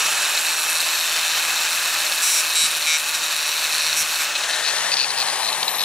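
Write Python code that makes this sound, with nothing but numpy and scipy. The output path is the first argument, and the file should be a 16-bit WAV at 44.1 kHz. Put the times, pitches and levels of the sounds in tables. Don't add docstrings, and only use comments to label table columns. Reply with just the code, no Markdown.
import sys
import numpy as np
from scipy import signal
from scipy.fft import rfft, irfft
from scipy.io import wavfile
from scipy.ndimage import uniform_filter1d

SR = 44100
rng = np.random.default_rng(int(sys.argv[2]) if len(sys.argv) > 2 else 0)


def unload_audio(sound):
    columns = np.transpose(np.atleast_2d(sound))
    steps = np.round(np.clip(columns, -1, 1) * 32767)
    wavfile.write(sys.argv[1], SR, steps.astype(np.int16))


N = 257778
T = np.arange(N) / SR
HZ = np.fft.rfftfreq(N, 1 / SR)
LIFT_S, OFF_S = 4.24, 4.515
PINION_TEETH, CROWN_TEETH, COMMUTATOR_BARS = 11, 41, 32

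# (time [s], speed [turns/s])
POWERED_SPEED = [(0, 162), (0.55, 163.4), (1.3, 163.7), (1.7, 164.5), (1.92, 163.3), (2.2, 163.2),
                 (2.55, 159.4), (2.95, 157.5), (3.28, 158.4), (3.7, 157.7), (4.25, 157.4), (4.5, 161)]
# (frequency [Hz], gain [dB])
RUMBLE_SPECTRUM = [(25, 19), (60, -1), (150, -23), (400, -3), (1000, -19), (3000, -40)]
# (time [s], relative level [dB])
FAN_LEVEL = [(0, -24.5), (.6, -27), (1.5, -25.7), (2.15, -26), (2.7, -28.5), (4.35, -27.5), (4.88, -29),
             (5.03, -32.5), (5.3, -29.5), (5.85, -33)]
# (frequency [Hz], gain [dB])
AIR_WORKING = [(30, -25), (130, -30), (270, -22.5), (480, -13), (800, -5), (1200, -2), (1750, 2),
               (2150, -1), (3000, -1), (4300, -4), (6300, -5), (7700, -4.5), (10000, -22.5), (15500, -17)]
AIR_CAMERA_TURNING = [(30, -30), (110, -23.5), (270, -22.5), (650, -2.5), (1200, -3), (1850, 5),
                      (2300, -3.5), (3600, 1), (4400, -5), (4950, -5), (5800, -3), (10500, -8),
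                      (15500, -27)]
AIR_CAMERA_AWAY = [(30, -40), (160, -14), (270, -17.5), (500, -6), (800, 4), (1100, 4), (1400, -6.5),
                   (1700, 0), (2600, -2), (4500, -6.5), (6500, -8), (10500, -2.5), (12500, -22),
                   (15500, -36)]
# (frequency [Hz], half-width [Hz], gain [dB])
HOUSING_MODES = [(2592, 63, 6), (2430, 41, -0.5)]
# (frequency [multiple of disc speed], relative level [dB])
HUM_PARTIALS = [(1, -65), (2, -58), (CROWN_TEETH / PINION_TEETH, -50),
                (2 * CROWN_TEETH / PINION_TEETH, -50)]
# (time [s], frequency [Hz])
CASE_RING = [(.7, 4130), (1.1, 4010), (4.55, 4065), (4.95, 4570), (5.6, 4000), (5.85, 3850)]
# (time [s], relative level [dB])
CONTACT_LEVEL = [(0, -30), (.75, -30), (1.1, -28.5), (2.15, -30.5), (2.7, -28.5), (3.05, -30.5), (3.9, -27),
                 (4.1, -30.5)]
# (time [s], gain at 10 kHz [dB])
LEAN_TREBLE = [(0, 3.5), (.7, 5.5), (1.2, 0.5), (2.1, 4), (3.9, -0.5), (4.2, 4)]
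# (frequency [Hz], half-width [Hz], gain [dB])
SCRAPE_MODES = [(2470, 700, 2), (4000, 630, 5.5), (5655, 200, 4.5), (7400, 730, -2.5), (9430, 1400, -1),
                (11570, 930, -3), (12900, 670, -4.5)]
SCREECH_MODES = [(1470, 260, -1), (3130, 590, -2.5), (4170, 700, 1.5), (5420, 400, 1.5), (6740, 690, -1.5),
                 (8660, 1400, -0.5), (11050, 480, 0.5), (13800, 1300, -11.5)]
# (frequency [Hz], half-width [Hz])
SQUEAL_MODES = [(2300, 150), (3850, 126), (5750, 250), (7650, 500)]
# (start [s], end [s], level [dB], tilt [dB/octave], four squeal gains [dB])
BITES = [(0.0, 0.024, -22.5, -6, 0, 10, 14, -2), (0.051, 0.066, -19, -8.5, 0, 0, 20, -2),
         (2.224, 2.415, -18.5, 3, 7, 8, 11.5, 7), (2.551, 2.674, -17, -1, 7, 15, 5, 9),
         (2.867, 2.973, -18.5, -3, 17, 14, 10.5, 4), (3.141, 3.165, -20, -3, 5, 11, 4, 3),
         (3.964, 4.03, -20.5, 4.5, 5, 0, 9, -1), (4.195, 4.235, -23, -6.5, 15, 0, -9, 2)]
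# (start [s], end [s], approximate frequency [Hz], level [dB])
SINGING = [(0.997, 1.348, 3600, -30.5), (3.347, 4.0, 3950, -32.5)]
# (time [s], half-length [s], level [dB])
SHUDDERS = [(2.638, 0.028, -46), (4.015, 0.016, -50)]
# (start [s], end [s], level [dB])
CLATTERS = [(4.353, 4.372, -19), (4.49, 4.546, -23), (4.635, 4.714, -21.5), (4.915, 4.947, -15.5),
            (4.966, 5.05, -17), (5.171, 5.23, -18), (5.415, 5.494, -24), (5.78, 5.841, -21)]
# (time [s], level [dB])
KNOCKS = [(4.437, -22.5), (5.105, -18), (5.286, -21), (5.489, -19), (5.529, -18), (5.63, -14), (5.681, -15),
          (5.69, -20), (5.809, -18)]
# (frequency [Hz], half-width [Hz], gain [dB])
WHINE_MODES = [(4920, 150, -36), (5700, 400, -42), (11680, 560, -31), (13150, 500, -45), (14700, 220, -45)]
# (frequency [Hz], gain [dB])
SCATTER_SPECTRUM = [(40, -23), (150, 0), (500, -13), (1500, -17), (2600, -37.5), (3350, -7), (4200, -30),
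                    (5200, -10), (6800, -7.5), (9000, -6), (11000, -12), (15000, -23)]
# (frequency [Hz], width [Hz], depth [0-1])
MIC_NOTCHES = [(1977, 360, 0.47), (3300, 123, 1), (4920, 220, 0.74), (9100, 370, 0.23), (10680, 680, 0.29),
               (12850, 1560, 0.54)]
# (frequency [Hz], gain [dB])
SHOULDER_SHADOW = [(500, -0.5), (2600, 0), (3700, 0), (4700, -1.5), (5700, -3), (7300, 0.5), (9800, -1),
                   (12000, -1), (14500, -6)]
# (frequency [Hz], gain [dB])
CAMERA_SHADOW = [(100, -1), (350, -1.5), (750, -5), (1500, -7), (2400, -4), (4400, -6.5), (8000, -8),
                 (12000, -13)]


def amp(db):
    return 10 ** (np.asarray(db) / 20)


def unit(x):
    return x / np.sqrt(np.mean(x ** 2) + 1e-20)


def curve(rows):
    return np.interp(T, *np.transpose(rows))


def spectrum(points):
    hz, db = np.transpose(points)
    return amp(np.interp(np.log(HZ + 1), np.log(hz), db))


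def resonances(modes, hz=HZ):
    peaks = (amp(db) / (1 + ((hz - centre) / width) ** 2) for centre, width, db in modes)
    return np.sqrt(sum(peak ** 2 for peak in peaks))


def colour(x, gain):
    return irfft(rfft(x) * gain, N)


def noise():
    return rng.standard_normal(N)


def shaped_noise(gain):
    return unit(colour(noise(), gain))


def waver(rate_hz):
    return shaped_noise(np.exp(-(HZ / rate_hz) ** 2))


def ramp(start, end):
    return np.clip((T - start) / max(end - start, 1e-3), 0, 1)


def disc_speed(drag_s=3.2, friction_hz_per_s=10.6):
    friction_hz = friction_hz_per_s * drag_s
    run_down = np.exp(-np.maximum(T - OFF_S, 0) / drag_s)
    return (curve(POWERED_SPEED) + friction_hz) * run_down - friction_hz


def yard_rumble(db=-64):
    return amp(db) * np.array([shaped_noise(spectrum(RUMBLE_SPECTRUM)) for side in "LR"])


def fan():
    turning, away = ramp(LIFT_S, 4.5), ramp(4.68, 5.65)
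    shares = (1 - turning, turning * (1 - away), turning * away)
    air = 0
    for share, points in zip(shares, (AIR_WORKING, AIR_CAMERA_TURNING, AIR_CAMERA_AWAY)):
        air = air + np.sqrt(share) * shaped_noise(spectrum(points))
    air *= amp(2.0 + 1.1 * turning + 0.94 * waver(62))
    ring = shaped_noise(resonances(HOUSING_MODES)) * amp(-5.5 - 18 * ramp(4.3, 4.7))
    return (air + ring) * amp(curve(FAN_LEVEL))


def motor_hum(turns, coasting):
    hum = np.sqrt(2) * sum(amp(db) * np.sin(2 * np.pi * order * turns) for order, db in HUM_PARTIALS)
    return hum * amp(-1 + waver(3.5)) * (1 - 0.87 * coasting)


def gear_rattle(turns, lifted, settle_s=0.18, bounce_db=4.0, cluster_db=2.5):
    loads = [ramp(start - .02, start) * (1 - ramp(end, end + settle_s)) for start, end, *_ in BITES]
    hidden = 1 - ramp(0.3, 0.82)
    level_db = -30 - 4 * hidden - 5.5 * np.max(loads, axis=0) - 4.5 * lifted
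    force = amp(bounce_db * waver(250) + cluster_db * waver(70) + 2.0 * np.cos(2 * np.pi * turns))
    band = np.exp(-(HZ / 450) ** 4)
    ring_phase = 2 * np.pi * np.cumsum(curve(CASE_RING)) / SR
    ring = sum(colour(noise() * force, band) * wave(ring_phase) for wave in (np.sin, np.cos))
    click_points = [(400, -29), (1200, -10), (2800, -10), (4400, -17), (4900, 0), (5700, 5), (12000, -45)]
    click = colour(noise() * force, spectrum(click_points))
    return amp(level_db) * unit(unit(ring) + 0.43 * unit(click))


def grit(turns, harmonics=94):
    wear_s = np.arange(0, T[-1] + 1, .125)
    weights = rng.standard_normal((harmonics, len(wear_s), 2)) @ [1, 1j]
    fundamental = np.exp(2j * np.pi * turns)
    harmonic, out = 1, 0
    for weight in weights:
        harmonic = harmonic * fundamental
        out = out + (harmonic * np.interp(T, wear_s, weight)).real
    return unit(out)


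def sanding(turns, grit_share=0.37, beat_db=6, release_db_per_s=198.5):
    flakes = noise() * unit(amp(4 * waver(3000)))
    friction = np.sqrt(grit_share) * grit(turns) + np.sqrt(1 - grit_share) * flakes
    high_side = np.cos(2 * np.pi * turns) + 0.18 * np.cos(4 * np.pi * turns)
    pressure = amp(beat_db * high_side + 1.3 * waver(100))
    pressure /= np.sqrt(uniform_filter1d(pressure ** 2, size=4000))
    scrape = unit(colour(friction * pressure, resonances(SCRAPE_MODES)))
    tilted = colour(scrape, np.clip(np.log2((HZ + 1) / 5000), -1, 1.5))
    scrape += (amp(curve(LEAN_TREBLE)) - 1) * tilted
    release_db = release_db_per_s * np.maximum(T - LIFT_S, 0)
    return scrape * amp(curve(CONTACT_LEVEL) + 2.5 - release_db)


def bites(turns, edge_s=0.014, uneven_db=2, harmonics=98):
    out = np.zeros(N)
    orders = np.arange(1, harmonics + 1)
    for start, end, db, tilt_db, *squeal_db in BITES:
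        gate = ramp(start - edge_s / 2, start + edge_s / 2) * (1 - ramp(end - edge_s, end + edge_s / 2))
        on = gate > 0
        hz = orders * curve(POWERED_SPEED)[on].mean()
        rasp_db = tilt_db * np.log2(hz / 5000) + uneven_db * rng.standard_normal(harmonics)
        rasp = resonances(SCREECH_MODES, hz) * amp(rasp_db)
        squeal = resonances([(*mode, level) for mode, level in zip(SQUEAL_MODES, squeal_db)], hz)
        gain = np.hypot(rasp, squeal) * hz ** 2 / (hz ** 2 + 700 ** 2)
        chatter = gain @ np.cos(2 * np.pi * (np.outer(orders, turns[on]) + rng.random((harmonics, 1))))
        dust = colour(noise(), np.interp(HZ, hz, gain))[on]
        beat = amp(2.0 * np.cos(2 * np.pi * turns[on]))
        screech = unit(chatter) + .2 * unit(dust)
        out[on] += amp(db) * gate[on] * unit(screech * beat)
    return out


def rail_singing(turns, swell_s=0.088, unsteady_db=3):
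    out = np.zeros(N)
    for start, end, hz, db in SINGING:
        harmonic = round(hz / curve(POWERED_SPEED)[round(start * SR)])
        gate = ramp(start, start + swell_s) * (1 - ramp(end - swell_s, end))
        out += gate * amp(db + unsteady_db * waver(25)) * np.sin(2 * np.pi * harmonic * turns)
    return out


def rail_shudder(centre_hz=150):
    envelope = sum(amp(db) * np.exp(-((T - time) / half_s) ** 2) for time, half_s, db in SHUDDERS)
    return envelope * shaped_noise(resonances([(centre_hz, 110, 0)]))


def gear_knocks(turns, uneven_db=2.5, rise_s=.0013, housing_s=.0045):
    turn_times = T[1:][np.diff(np.floor(turns)) > 0]
    offsets_db = uneven_db * rng.standard_normal(len(turn_times))
    bursts = [(time, db + offset) for start, end, db in CLATTERS
              for time, offset in zip(turn_times, offsets_db) if start < time < end]
    t = np.arange(SR // 40) / SR
    strike = t / rise_s * np.exp(1 - t / rise_s)
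    tail = np.exp(-t / housing_s)
    ring = np.sin(2 * np.pi * np.cumsum(curve(CASE_RING)) / SR + 1.22 * waver(490))
    crack = amp(-7) * shaped_noise(resonances([(4400, 1500, 0)]) * HZ / (HZ + 1000))
    housing = amp(-10) * shaped_noise(resonances(HOUSING_MODES)) * disc_speed() / curve(POWERED_SPEED)
    out = np.zeros(N)
    for time, db in KNOCKS + bursts:
        at = np.arange(round((time - rise_s) * SR), N)[:len(t)]
        out[at] += amp(db) * (strike[:len(at)] * (ring[at] + crack[at]) + tail[:len(at)] * housing[at])
    return out


def motor_whine(turns, coasting, bearing_order=42.1):
    whine = 0
    for order in (COMMUTATOR_BARS * CROWN_TEETH / PINION_TEETH, bearing_order):
        gain = resonances(WHINE_MODES, order * disc_speed()) * amp(2.0 * waver(53))
        whine = whine + gain * np.sin(2 * np.pi * order * turns + 0.3 * waver(79))
    return np.sqrt(2) * coasting * whine


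def yard_echoes(x, t60_s=0.099, echoes_per_s=3000):
    echoes = noise() * (rng.random(N) < echoes_per_s / SR) * amp(-60 * T / t60_s) * (T > .002)
    scattered = signal.fftconvolve(x, echoes / np.linalg.norm(echoes))[:N]
    return colour(scattered, spectrum(SCATTER_SPECTRUM))


def microphones(x, shoulder_lag_s=1.0e-5, far_lag_s=5.6e-5):
    clear, away = ramp(0.56, 1.0), ramp(4.3, 4.76)
    dips = sum(depth / (1 + 2j * (HZ - hz) / width) for hz, width, depth in MIC_NOTCHES)
    left, right = colour(x, 1 - 0.4 * dips), colour(x, 1 - dips)
    hidden = colour(right, spectrum(SHOULDER_SHADOW) * np.exp(-2j * np.pi * HZ * shoulder_lag_s))
    far = colour(x, spectrum(CAMERA_SHADOW) * np.exp(-2j * np.pi * HZ * far_lag_s))
    direct = np.array([clear * left + (1 - clear) * hidden, (1 - away) * right + away * far])
    echoes = np.array([yard_echoes(x) for side in "LR"]) * amp(-2.5 + 5.3 * away)
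    return direct * amp(5.5 * away + 1.1 * (1 - clear) + 0.63 * (1 - away)) + echoes


def scene():
    turns = np.cumsum(disc_speed() * (1 + 0.00042 * waver(29.5))) / SR
    lifted, coasting = ramp(LIFT_S, 4.5), ramp(4.37, 4.66)
    steel = sanding(turns) + bites(turns) + rail_singing(turns) + rail_shudder()
    tool = fan() + gear_rattle(turns, lifted) + motor_hum(turns, coasting)
    tool += motor_whine(turns, coasting) + gear_knocks(turns)
    return microphones(steel + tool) + yard_rumble()


def record(dry, knee_db=-20, duck_db_per_db=0.31, ceiling=.68, cutoff_hz=15720):
    power = signal.filtfilt([1 / 500], [1, 1 / 500 - 1], (dry ** 2).mean(0), padtype="even")
    excess_db = np.maximum(10 * np.log10(power + 1e-12) - knee_db, 0)
    ducked = dry * amp(-duck_db_per_db * excess_db)
    rounded = ducked / (1 + (ducked / ceiling) ** 4) ** .25
    lowpass = signal.firwin(511, cutoff_hz, window=("kaiser", 9), fs=SR)
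    return signal.oaconvolve(rounded, lowpass[None], "same")


dry = scene()
out = record(dry)
unload_audio(out)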